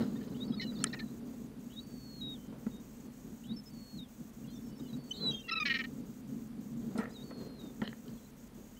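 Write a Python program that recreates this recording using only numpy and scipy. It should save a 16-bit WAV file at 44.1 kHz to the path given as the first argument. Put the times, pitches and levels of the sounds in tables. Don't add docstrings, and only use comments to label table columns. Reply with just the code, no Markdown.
import sys
import numpy as np
from scipy import signal
from scipy.fft import rfft, irfft
from scipy.io import wavfile
from scipy.ndimage import uniform_filter1d

SR = 44100
rng = np.random.default_rng(int(sys.argv[2]) if len(sys.argv) > 2 else 0)


def int16_out(signal):
    q = np.round(np.clip(np.atleast_2d(signal).T, -1, 1) * 32767)
    wavfile.write(sys.argv[1], SR, q.astype(np.int16))


def boost(x):
    u = np.asarray(x, float) / 20
    return 10 ** u


N = 387638


def evened(x):
    return x / np.sqrt(np.mean(x ** 2) + 1e-20)


def add(mix, start, sound):
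    part = mix[max(round(start * SR), 0):][:len(sound)]
    part += sound[:len(part)]


def play(sources):
    mix = np.zeros(N)
    for source, table in sources:
        for row in table:
            add(mix, *source(*row))
    return mix


def slow(hz, size=N):
    width = max(round(SR / hz), 1)
    smooth = uniform_filter1d(rng.standard_normal(size), width)
    return evened(uniform_filter1d(smooth, width))


def noise(points):
    f, level = np.transpose(points)
    hz = np.fft.rfftfreq(N, 1 / SR)
    shape = boost(np.interp(np.log(hz + 1), np.log(f), level, left=-60, right=-90))
    return evened(irfft(rfft(rng.standard_normal(N)) * shape, N))


def housing(x, centre_hz, narrow_db, waver_db=0., modes=None):
    if modes is None:
        # [f/Hz, width/Hz, level/dB]
        modes = [(480, 384, 10.5), (820, 680, -10.5), (1292, 224, -3.5), (1800, 260, 3), (2294, 274, -14),
                 (3050, 380, -3), (4044, 580, -5.5), (5200, 200, -7), (6200, 680, -15), (8160, 4200, -8.5)]
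    out = np.zeros(len(x))
    for hz, width, db in modes:
        mode = signal.iirpeak(hz, hz / width, SR)
        drive = x * boost(waver_db * np.log2(hz / 1100) * slow(80, size=len(x)))
        ringing = signal.lfilter(*mode, signal.lfilter(*mode, drive))
        out += boost(db - narrow_db * np.log2(hz / centre_hz) ** 2) * ringing
    return evened(out)


def whistle(rows, tremble_db=1.0):
    s, hz, db = np.transpose(rows)
    t = np.arange(s[0] - .003, s[-1] + 0.0028, 1 / SR)
    pitch = np.interp(t, s, hz) * (1 + .003 * slow(150, size=len(t)))
    level = np.interp(t, s, boost(db)) * boost(tremble_db * slow(89, size=len(t)))
    husk = 1 + .06 * slow(900, size=len(t))
    edge = np.clip(np.minimum(t - t[0], t[-1] - t) / 0.0048, 0, 1)
    phase = 2 * np.pi * np.cumsum(pitch) / SR
    octave = level * boost(24.0 - 180.0 * np.log2(2 * pitch / 6150) ** 2)
    return t[0], np.sqrt(2) * level * husk * edge * (np.sin(phase) + octave * np.sin(2 * phase))


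def held(first_db, last_db, tune, tremble_db=0.3):
    # [f/Hz, level/dB]
    port = [(2850, -6), (3100, -16.5), (3420, -17.5), (3840, 2), (4150, -9), (4350, -10), (4600, -22)]
    s, hz = np.transpose(tune)
    t = np.arange(s[0], s[-1], .002)
    pitch = np.interp(t, s, hz)
    db = np.linspace(first_db, last_db, len(t)) + np.interp(pitch, *np.transpose(port))
    return whistle(np.transpose([t, pitch, db]), tremble_db)


def climb(start, length, db):
    # [share of its length, f/Hz]
    steps = [(0, 2840), (.1, 3280), (.2, 2955), (.28, 3390), (.56, 3420), (.62, 3660), (1, 3926)]
    side_hz, side_db = 480, -19
    tune = np.multiply(steps, (length, 1)) + (start, 0)
    begin, voice = held(db, db, tune, tremble_db=2.)
    side = held(db + side_db, db + side_db, tune + (0, side_hz), tremble_db=5.)[1]
    return begin, voice + side


def note(start, length, first_hz, last_hz, db, tremble_db=1.3):
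    swell_db, die_db = 5., 6.
    peak_at = .35
    mid_hz = first_hz + peak_at * (last_hz - first_hz)
    rows = [(start, first_hz, db - swell_db),
            (start + peak_at * length, mid_hz, db),
            (start + length, last_hz, db - die_db)]
    return whistle(rows, tremble_db)


def wobble(*row):
    return note(*row, tremble_db=2.6)


def chatter(*row):
    return note(*row, tremble_db=4.5)


def squawk(start, length, hz, db, throat_hz, rough, narrow_db=10.0, waver_db=3.2, fade_db=0.,
           rise=.1, late=0., bow=.038, jitter=.008):
    # [f/Hz, width/Hz, level/dB]
    resonances = [(1292, 160, -4), (1890, 190, 4), (2250, 420, -1), (2950, 220, -2), (4080, 520, -5.5),
                  (5200, 600, -10), (6200, 680, -14)]
    size = round((length + 0.0071) * SR)
    u = np.arange(size) / (length * SR)
    arch = .0135 - bow / 4 - 0.011 * u + bow * u * (1 - u) - 0.044 * u ** 4 + late * (u - .5)
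    shake = (jitter + 0.086 * rough) * slow(105, size=size)
    turns = np.cumsum(hz * (1 + arch + shake)) / SR
    sweep = .0012
    pulses = np.zeros(size)
    for k in range(int(950 / hz) + 1, int(6400 / hz) + 1):
        pulses += np.cos(2 * np.pi * k * turns - np.pi * sweep * (k * hz) ** 2 / 1000)
    weak = 0.023 * np.cos(np.pi * turns) * pulses
    puffs = (0.25 + np.exp(-(turns % 1) / 0.23)) * rng.standard_normal(size)
    share = np.clip(rough, 0, 1)
    drive = (1 - share) * evened(pulses + weak) + share * evened(puffs)
    effort = np.clip(np.minimum(u / rise, (1 - u) / .2), 0, 1)
    breath = drive * effort * boost(-fade_db * u)
    return start, boost(db) * housing(breath, throat_hz, narrow_db, waver_db, resonances)


def yelp(start, length, hz, db, rise):
    return squawk(start, length, hz, db, throat_hz=2400, rough=.09, waver_db=2.5,
                  rise=rise, late=.035, bow=.1, jitter=.004)


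def rattle(start, length, hz, db, throat_hz):
    return squawk(start, length, hz, db, throat_hz, rough=.2, narrow_db=11., waver_db=2.,
                  fade_db=4., jitter=.002)


def chirp(*row, rough, narrow_db=45., waver_db=1., fade_db=8.5):
    return squawk(*row, rough, narrow_db=narrow_db, waver_db=waver_db, fade_db=fade_db, late=.04)


def cluck(*row):
    return chirp(*row, rough=.03)


def cackle(*row):
    return chirp(*row, rough=.48, narrow_db=90., waver_db=4., fade_db=14.)


def scatter(x):
    echo_db, echo_t60 = -15, .09
    t = np.arange(round(echo_t60 * SR)) / SR
    tail = rng.standard_normal(len(t)) * boost(-60 * t / echo_t60)
    return x + boost(echo_db) * signal.oaconvolve(x, tail / np.linalg.norm(tail))[:N]


def whistling_birds():
    # [t/s, f/Hz, level/dB]
    scream = [
        (5.166, 3930, -55),
        (5.2, 4000, -59),
        (5.22, 4100, -43.5),
        (5.262, 3953, -33.5),
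        (5.288, 3900, -33),
        (5.312, 3840, -40.5),
    ]
    # [t/s, length/s, effort/dB]
    climbs = [
        (0.348, 0.096, -49.5),
        (1.703, 0.1, -50),
        (3.44, .09, -49.5),
    ]
    # [first effort/dB, last effort/dB, [(t/s, f/Hz), ..]]
    long_whistles = [
        (-51, -46.5, [(1.794, 4400), (1.876, 4610), (1.89, 4550), (2.157, 4290), (2.205, 4210), (2.215, 3840), (2.341, 3740), (2.37, 3150)]),
        (-51.5, -51.5, [(3.704, 4560), (3.787, 4400), (3.933, 4325), (3.973, 4280), (3.997, 3730), (4.029, 3710), (4.062, 3200)]),
        (-49, -63, [(7.232, 4470), (7.28, 4450), (7.4, 4230), (7.561, 4200), (7.582, 4170), (7.601, 3790), (7.71, 3590)]),
        (-54.5, -57.5, [(7.138, 4220), (7.17, 3770), (7.192, 3710), (7.218, 3730), (7.232, 3908)]),
    ]
    # [t/s, length/s, first f/Hz, last f/Hz, peak level/dB]
    far_notes = [(2.349, 0.19, 3040, 3100, -72), (2.712, .095, 3725, 3730, -65), (3., .17, 4400, 4230, -80),
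                 (3.53, 0.024, 4500, 4586, -61), (3.563, 0.04, 5340, 5230, -51.5),
                 (3.657, 0.038, 5211, 5157, -58), (4.443, 0.014, 2830, 2850, -66),
                 (4.472, .03, 3300, 3450, -66), (4.483, 0.057, 4000, 4320, -65.5),
                 (4.488, 0.055, 3080, 3270, -69), (4.61, 0.12, 5480, 5330, -73),
                 (4.755, 0.05, 5400, 5290, -69), (4.81, .06, 5050, 4780, -74),
                 (4.82, 0.045, 3080, 2990, -71), (4.88, .032, 4134, 3900, -62.5),
                 (4.929, 0.023, 3875, 3865, -57.5), (8.11, 0.16, 4340, 3850, -78),
                 (8.765, .025, 2950, 3100, -63.5)]
    near_notes = [(4.964, 0.27, 4510, 4360, -69.5), (5.11, 0.017, 3008, 3077, -33.5),
                  (5.127, 0.044, 4000, 4130, -58.5), (5.15, 0.045, 3020, 3180, -60),
                  (5.136, 0.03, 3746, 3789, -55), (5.163, 0.078, 4260, 4330, -53.5),
                  (5.2, .032, 3273, 3580, -60), (5.309, 0.02, 3310, 3150, -41),
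                  (5.332, 0.03, 3210, 3229, -42), (5.362, 0.062, 3230, 3120, -49),
                  (5.305, 0.042, 2780, 2660, -61.5), (5.306, 0.022, 5950, 5900, -54),
                  (5.328, 0.012, 4700, 4850, -60), (5.323, 0.085, 3680, 3600, -59.5),
                  (5.435, 0.057, 2799, 2713, -59.5)]
    broken_notes = [(0.158, 0.02, 1790, 1880, -57.5), (.16, .016, 3600, 3720, -64),
                    (.03, .012, 1300, 1290, -54), (.315, .025, 4100, 4000, -67),
                    (.445, 0.022, 4480, 4620, -65), (0.473, .034, 5200, 5200, -63),
                    (.475, 0.028, 4480, 4450, -63), (0.53, .022, 3800, 3850, -56),
                    (.505, .02, 3950, 3850, -63), (.517, .05, 5135, 4840, -67),
                    (0.522, .012, 3350, 3300, -60), (.545, .015, 3380, 3370, -64),
                    (0.582, 0.016, 2350, 2250, -58), (.565, 0.052, 4400, 4285, -56),
                    (0.568, 0.032, 3692, 3682, -60), (0.648, 0.021, 2920, 2880, -52),
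                    (0.667, 0.048, 4100, 3830, -47), (0.713, 0.04, 4860, 4790, -65),
                    (.748, 0.048, 4425, 4350, -64), (0.767, .025, 3600, 3650, -56),
                    (.787, .013, 4760, 4800, -59), (0.806, 0.036, 4400, 4230, -52),
                    (0.824, .02, 2750, 2650, -60), (.89, 0.025, 3550, 3680, -66),
                    (.885, .02, 4300, 4550, -63), (.81, .02, 5400, 5600, -66), (.86, .04, 5300, 5400, -69),
                    (.755, .012, 4000, 3600, -62), (.785, .012, 3800, 4200, -61),
                    (.815, .012, 3500, 3480, -62), (0.969, .013, 2620, 2500, -56),
                    (.95, .018, 2800, 2780, -64), (0.967, 0.022, 1860, 1830, -50),
                    (1.004, 0.025, 1780, 1790, -47.5), (1.02, 0.067, 4080, 3875, -68),
                    (.53, .015, 1300, 1290, -60), (.57, .02, 1260, 1250, -62), (.9, .025, 2650, 2800, -62),
              (.855, .012, 2500, 2520, -58), (1.09, .04, 4150, 4000, -70), (4.49, .035, 4650, 4750, -71),
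              (4.525, .04, 5950, 5980, -69), (4.555, .025, 5450, 5600, -71), (4.53, .09, 3620, 3480, -72),
              (4.68, .075, 3000, 2970, -72), (4.715, .04, 4700, 4600, -73), (4.795, .015, 3750, 3780, -65),
              (4.855, .035, 3600, 3480, -72), (4.865, .025, 2920, 2970, -65), (4.89, .035, 3150, 3300, -69),
              (5.098, .012, 7500, 8200, -62), (5.14, .05, 7550, 7500, -70), (5.16, .05, 3550, 3620, -63),
              (5.16, .04, 4550, 4500, -64), (5.24, .06, 3380, 3300, -62), (5.385, .025, 6350, 6300, -66),
              (5.39, .022, 5900, 5880, -63), (5.385, .03, 2750, 2720, -65), (5.42, .013, 3800, 3780, -61),
              (7.105, .009, 3950, 4000, -59), (7.112, .025, 4850, 5050, -68),
              (8.175, .018, 3380, 3350, -73), (8.24, .03, 4000, 4100, -74), (5.345, .02, 6420, 6350, -60)]
    return play([(whistle, [[scream]]), (climb, climbs), (held, long_whistles), (note, far_notes),
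                 (wobble, near_notes), (chatter, broken_notes)])


def squawking_birds():
    # [t/s, length/s, f/Hz, level/dB, share of length spent rising]
    yelps = [
        (5.478, 0.024, 678, -41, .45),
        (5.509, 0.035, 1332, -36.5, 0.11),
        (5.551, 0.042, 1290, -36.5, .15),
        (5.598, 0.038, 1238, -35, 0.09),
    ]
    # [t/s, length/s, f/Hz, level/dB, throat f/Hz]
    rattles = [
        (5.651, 0.04, 276.7, -34, 2450),
        (5.694, 0.038, 265, -33, 2500),
        (5.737, 0.042, 264, -36, 2550),
        (5.786, 0.036, 259.7, -39, 2300),
        (5.837, .021, 261, -45, 2200),
    ]
    clucks = [
        (0.596, 0.017, 2040, -43.5, 2930),
        (0.615, 0.027, 371, -50.5, 1960),
        (0.61, 0.038, 371.3, -46, 3950),
    ]
    cackles = [
        (0.8, 0.015, 302, -56, 4100),
        (0.843, 0.045, 288, -54, 1850),
        (0.867, 0.02, 271, -50, 4100),
        (0.926, 0.025, 276, -50, 4050),
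        (0.93, 0.026, 304, -46, 1800),
        (0.987, .025, 343, -51, 4100),
        (0.99, 0.017, 320, -53, 2450),
    ]
    return play([(yelp, yelps), (rattle, rattles), (cluck, clucks), (cackle, cackles)])


def knock(start, db):
    t = np.arange(round(0.034 * SR)) / SR
    crack = rng.standard_normal(len(t)) * np.clip(t / .0003, 0, 1) * boost(-60 * (t / .0058) ** 2)
    band = signal.butter(9, (1150, 10200), "band", fs=SR, output="sos")
    blow = signal.sosfilt(band, evened(crack) + boost(-5) * housing(crack, 2600, narrow_db=1.5))
    return start, boost(db) * blow / abs(blow).max()


def tap(start, db, centre_hz, top_hz):
    t = np.arange(round(.03 * SR)) / SR
    grit = .15 * rng.standard_normal(len(t)) * boost(-60 * t / .012)
    click = (t == 0) + grit
    blunt = signal.sosfilt(signal.butter(6, top_hz, fs=SR, output="sos"), click)
    ringing = housing(blunt, centre_hz, narrow_db=10.) * boost(-60 * t / .03)
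    return start, boost(db) * ringing / abs(ringing).max()


def contact(start, db, rise_ms, t60, centre_hz):
    t = np.arange(round(.2 * SR)) / SR
    grit = rng.standard_normal(len(t)) * boost(1.3 * slow(270, size=len(t)))
    fall = boost(-60 * np.maximum(t - rise_ms / 1000, 0) / t60)
    shape = np.clip(1000 * t / rise_ms, 0, 1) * fall
    ringing = housing(grit * shape, centre_hz, narrow_db=16.0)
    fade_out = signal.windows.tukey(2 * len(t), .3)[len(t):]
    return start, boost(db) * ringing * np.sqrt(np.mean(shape ** 2)) * fade_out


def thump(start, db, ring):
    t = np.arange(round(.08 * SR)) / SR
    shape = (1 - np.exp(-t / 0.0016)) * boost(-60 * (t / ring) ** 2)
    return start, boost(db + 7.5) * shape * np.sin(2 * np.pi * 222 * t)


def blows():
    # [t/s, level/dB, rise/ms, t60/s, centre f/Hz]
    contacts = [(.001, -47, 2., 0.19, 1010), (2.515, -54, 12., 0.4, 760), (2.664, -42.5, 2.7, 0.054, 820),
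                (5.189, -52, 66, 0.41, 840), (6.951, -43.5, 5.9, 0.61, 600), (6.976, -49, 1.6, 0.1, 5200),
                (7.002, -46, 3, .3, 1300), (6.981, -39.5, 4, 0.25, 950), (7.306, -45.5, 4.7, 0.082, 855),
                (7.816, -38, 1, 0.12, 800), (7.817, -49, 1, .3, 1850), (7.833, -53, 3.6, 0.3, 3300),
                (.716, -54, 4, .2, 900), (.85, -54, 4, .35, 950), (.002, -43, 2, .2, 350),
                (.003, -55, 2, .3, 4300), (.208, -57, 2, .12, 2200), (.228, -61, 2, .12, 4200),
                (.275, -62, 2, .1, 4300), (.8, -56, 4, .2, 1000), (.985, -55, 3, .15, 1300),
                (.94, -50, 2, .08, 900)]
    # [t/s, peak level/dB, ring/s]
    thumps = [
        (0.504, -30.5, .037),
        (0.804, -46, .037),
        (2.481, -42, .037),
        (2.666, -34, 0.041),
        (6.951, -36.5, 0.05),
        (6.987, -33, 0.043),
        (7.8184, -30.5, 0.038),
    ]
    # [t/s, peak level/dB, centre f/Hz, top f/Hz]
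    taps = [(7.056, -39, 1450, 3000), (7.817, -35, 1700, 4600), (7.876, -32, 3000, 4400),
            (7.877, -41, 700, 2000), (7.891, -46, 2600, 4000), (7.929, -39, 1300, 3800),
            (7.616, -50, 5000, 5600), (8.08, -49, 4300, 5200), (4.93, -54, 4400, 5000),
            (7.041, -52, 4300, 5000), (.945, -36, 1500, 3000)]
    beak = (.8402, -14.3)  # s, peak dB
    return play([(knock, [beak]), (contact, contacts), (thump, thumps), (tap, taps)])


def wind():
    # [f/Hz, level/dB per Hz]
    boom_shape = [(70, -21), (105, -19), (135, -4.5), (170, -8.5), (230, 2.5), (260, -2), (320, -14.5),
                  (420, -31)]
    flutter_shape = [(250, -2), (370, 1.5), (430, 2.5), (520, -4), (650, -12), (1300, -19), (2500, -31.5),
                     (5000, -25.5)]
    rumble_shape = [(15, -23), (28, -4.5), (50, 3.5), (85, -4), (150, -10), (400, -38)]
    # [t/s, level/dB]
    calm = [(0, -29), (.1, -40), (.95, -43), (1.8, -49), (2.4, -48), (3.9, -56), (4.6, -48), (5.45, -54),
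            (5.65, -46.5), (6.2, -50), (6.6, -45), (7.8, -51), (8.25, -54.5), (8.79, -54.5)]
    # [t/s, level/dB]
    sharpness = [(0, -12.5), (2.2, -17), (2.698, -12.5), (4., -22), (5.3, -10), (6.6, -19), (7.3, -10),
                 (8.79, -15.5)]
    # [start t/s, strength/dB, length/s]
    gusts = [(0.47, -37.5, 0.092), (0.774, -32, 0.084), (1.285, -40.5, 0.099), (1.87, -40.5, 0.096),
             (2.2, -38.4, 0.13), (2.472, -42, 0.065), (2.653, -44, 0.12), (3.041, -39.5, 0.061),
             (3.259, -38, 0.096), (3.457, -37, 0.14), (3.697, -40.9, 0.12), (3.933, -35.5, 0.092),
             (4.191, -37, 0.061), (4.397, -39, 0.11), (4.65, -38.5, 0.087), (4.788, -38, 0.08),
             (4.912, -35, 0.085), (5.188, -34, 0.15), (5.82, -39, 0.28), (6.3, -35.5, 0.099),
             (6.74, -36, 0.3), (7.218, -43.4, 0.039), (7.37, -36.5, 0.13), (7.61, -39.5, 0.082),
             (7.812, -40.5, 0.12), (8.056, -39, 0.093), (8.548, -42.5, 0.075)]
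    shelter_db, gust_spread, rumble_db = -6, 0.42, -62.5
    t = np.arange(N) / SR
    calm_db = np.interp(t, *np.transpose(calm))
    sharp_db = np.interp(t, *np.transpose(sharpness))
    puffs = np.zeros(N)
    for start, db, length in gusts:
        swell = np.exp(-((t - start - length / 2) / (gust_spread * length)) ** 2)
        puffs += boost(2 * (db + shelter_db)) * swell
    gust_db = 10 * np.log10(boost(2 * calm_db) + puffs)
    lumps = slow(59)
    boom = evened(noise(boom_shape) * boost(0.56 * lumps))
    flutter = evened(noise(flutter_shape) * boost(.9 * lumps + 1.5 * slow(120)))
    flutter_db = 0.86 * (gust_db + 48.5) - 46 + sharp_db
    return boost(gust_db) * boom + boost(flutter_db) * flutter + boost(rumble_db) * noise(rumble_shape)


def electronics():
    # [f/Hz, level/dB per Hz]
    hiss_shape = [(400, 11.5), (900, 3), (2500, -4), (5000, -8), (10000, -10), (16000, -12)]
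    # [f/Hz, width/Hz, level/dB]
    whirr_bands = [(6160, 1270, -5.5), (6783, 480, -5), (7630, 230, -2), (8280, 620, -7.5),
                   (10950, 450, -12), (11960, 620, -8), (13600, 300, -3), (14300, 1000, -9),
                   (15640, 430, -3)]
    # [t/s, length/s]
    pauses = [(0.272, 0.023), (1.197, 0.056), (1.839, 0.026), (2.238, 0.049), (2.771, 0.027),
              (3.072, 0.048), (3.711, 0.023), (4.008, 0.077), (4.306, 0.025), (4.71, 0.068), (4.977, 0.061),
              (6.013, 0.041), (6.213, 0.062), (6.74, 0.027), (7.045, 0.048), (7.309, 0.066), (7.84, 0.034),
              (8.31, 0.056)]
    save_lengths = [.131, .12, .11, 0.157, .026, 0.13, .13, .11, 0.064]
    save_first_s, save_every_s = 0.472, 1.001
    hiss_db, whirr_db, clock_db, clock_hz = -64.5, -67, -80.5, 13367
    t = np.arange(N) / SR
    hz = np.fft.rfftfreq(N, 1 / SR)
    bands = sum(boost(db) * np.exp(-(2 * (hz - f) / width) ** 2 / 2) for f, width, db in whirr_bands)
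    whirr = evened(irfft(rfft(rng.standard_normal(N)) * bands, N))
    saves = [(save_first_s + k * save_every_s, length) for k, length in enumerate(save_lengths)]
    running = 1 - sum((t > s) & (t < s + length) for s, length in pauses + saves)
    gate = uniform_filter1d(running * 1., 200)
    throb = 1 + .13 * np.sin(2 * np.pi * 30. * t) + .17 * np.sin(2 * np.pi * 53.6 * t)
    clock = np.sin(2 * np.pi * np.cumsum(clock_hz + 6.7 * slow(30)) / SR)
    return boost(hiss_db) * noise(hiss_shape) + boost(clock_db) * clock + boost(whirr_db) * whirr * throb * gate


def scene():
    birds = scatter(whistling_birds() + squawking_birds())
    return (birds + blows() + wind() + electronics())[None]


def roll_off(x):
    return signal.sosfilt(signal.butter(12, 16480, fs=SR, output="sos"), x)


def record(dry):
    low_pass = signal.firwin(801, 15690, window=("kaiser", 8), fs=SR)
    limited = signal.oaconvolve(dry, low_pass[None], "same")
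    return roll_off(limited)


dry = scene()
out = record(dry)
int16_out(out)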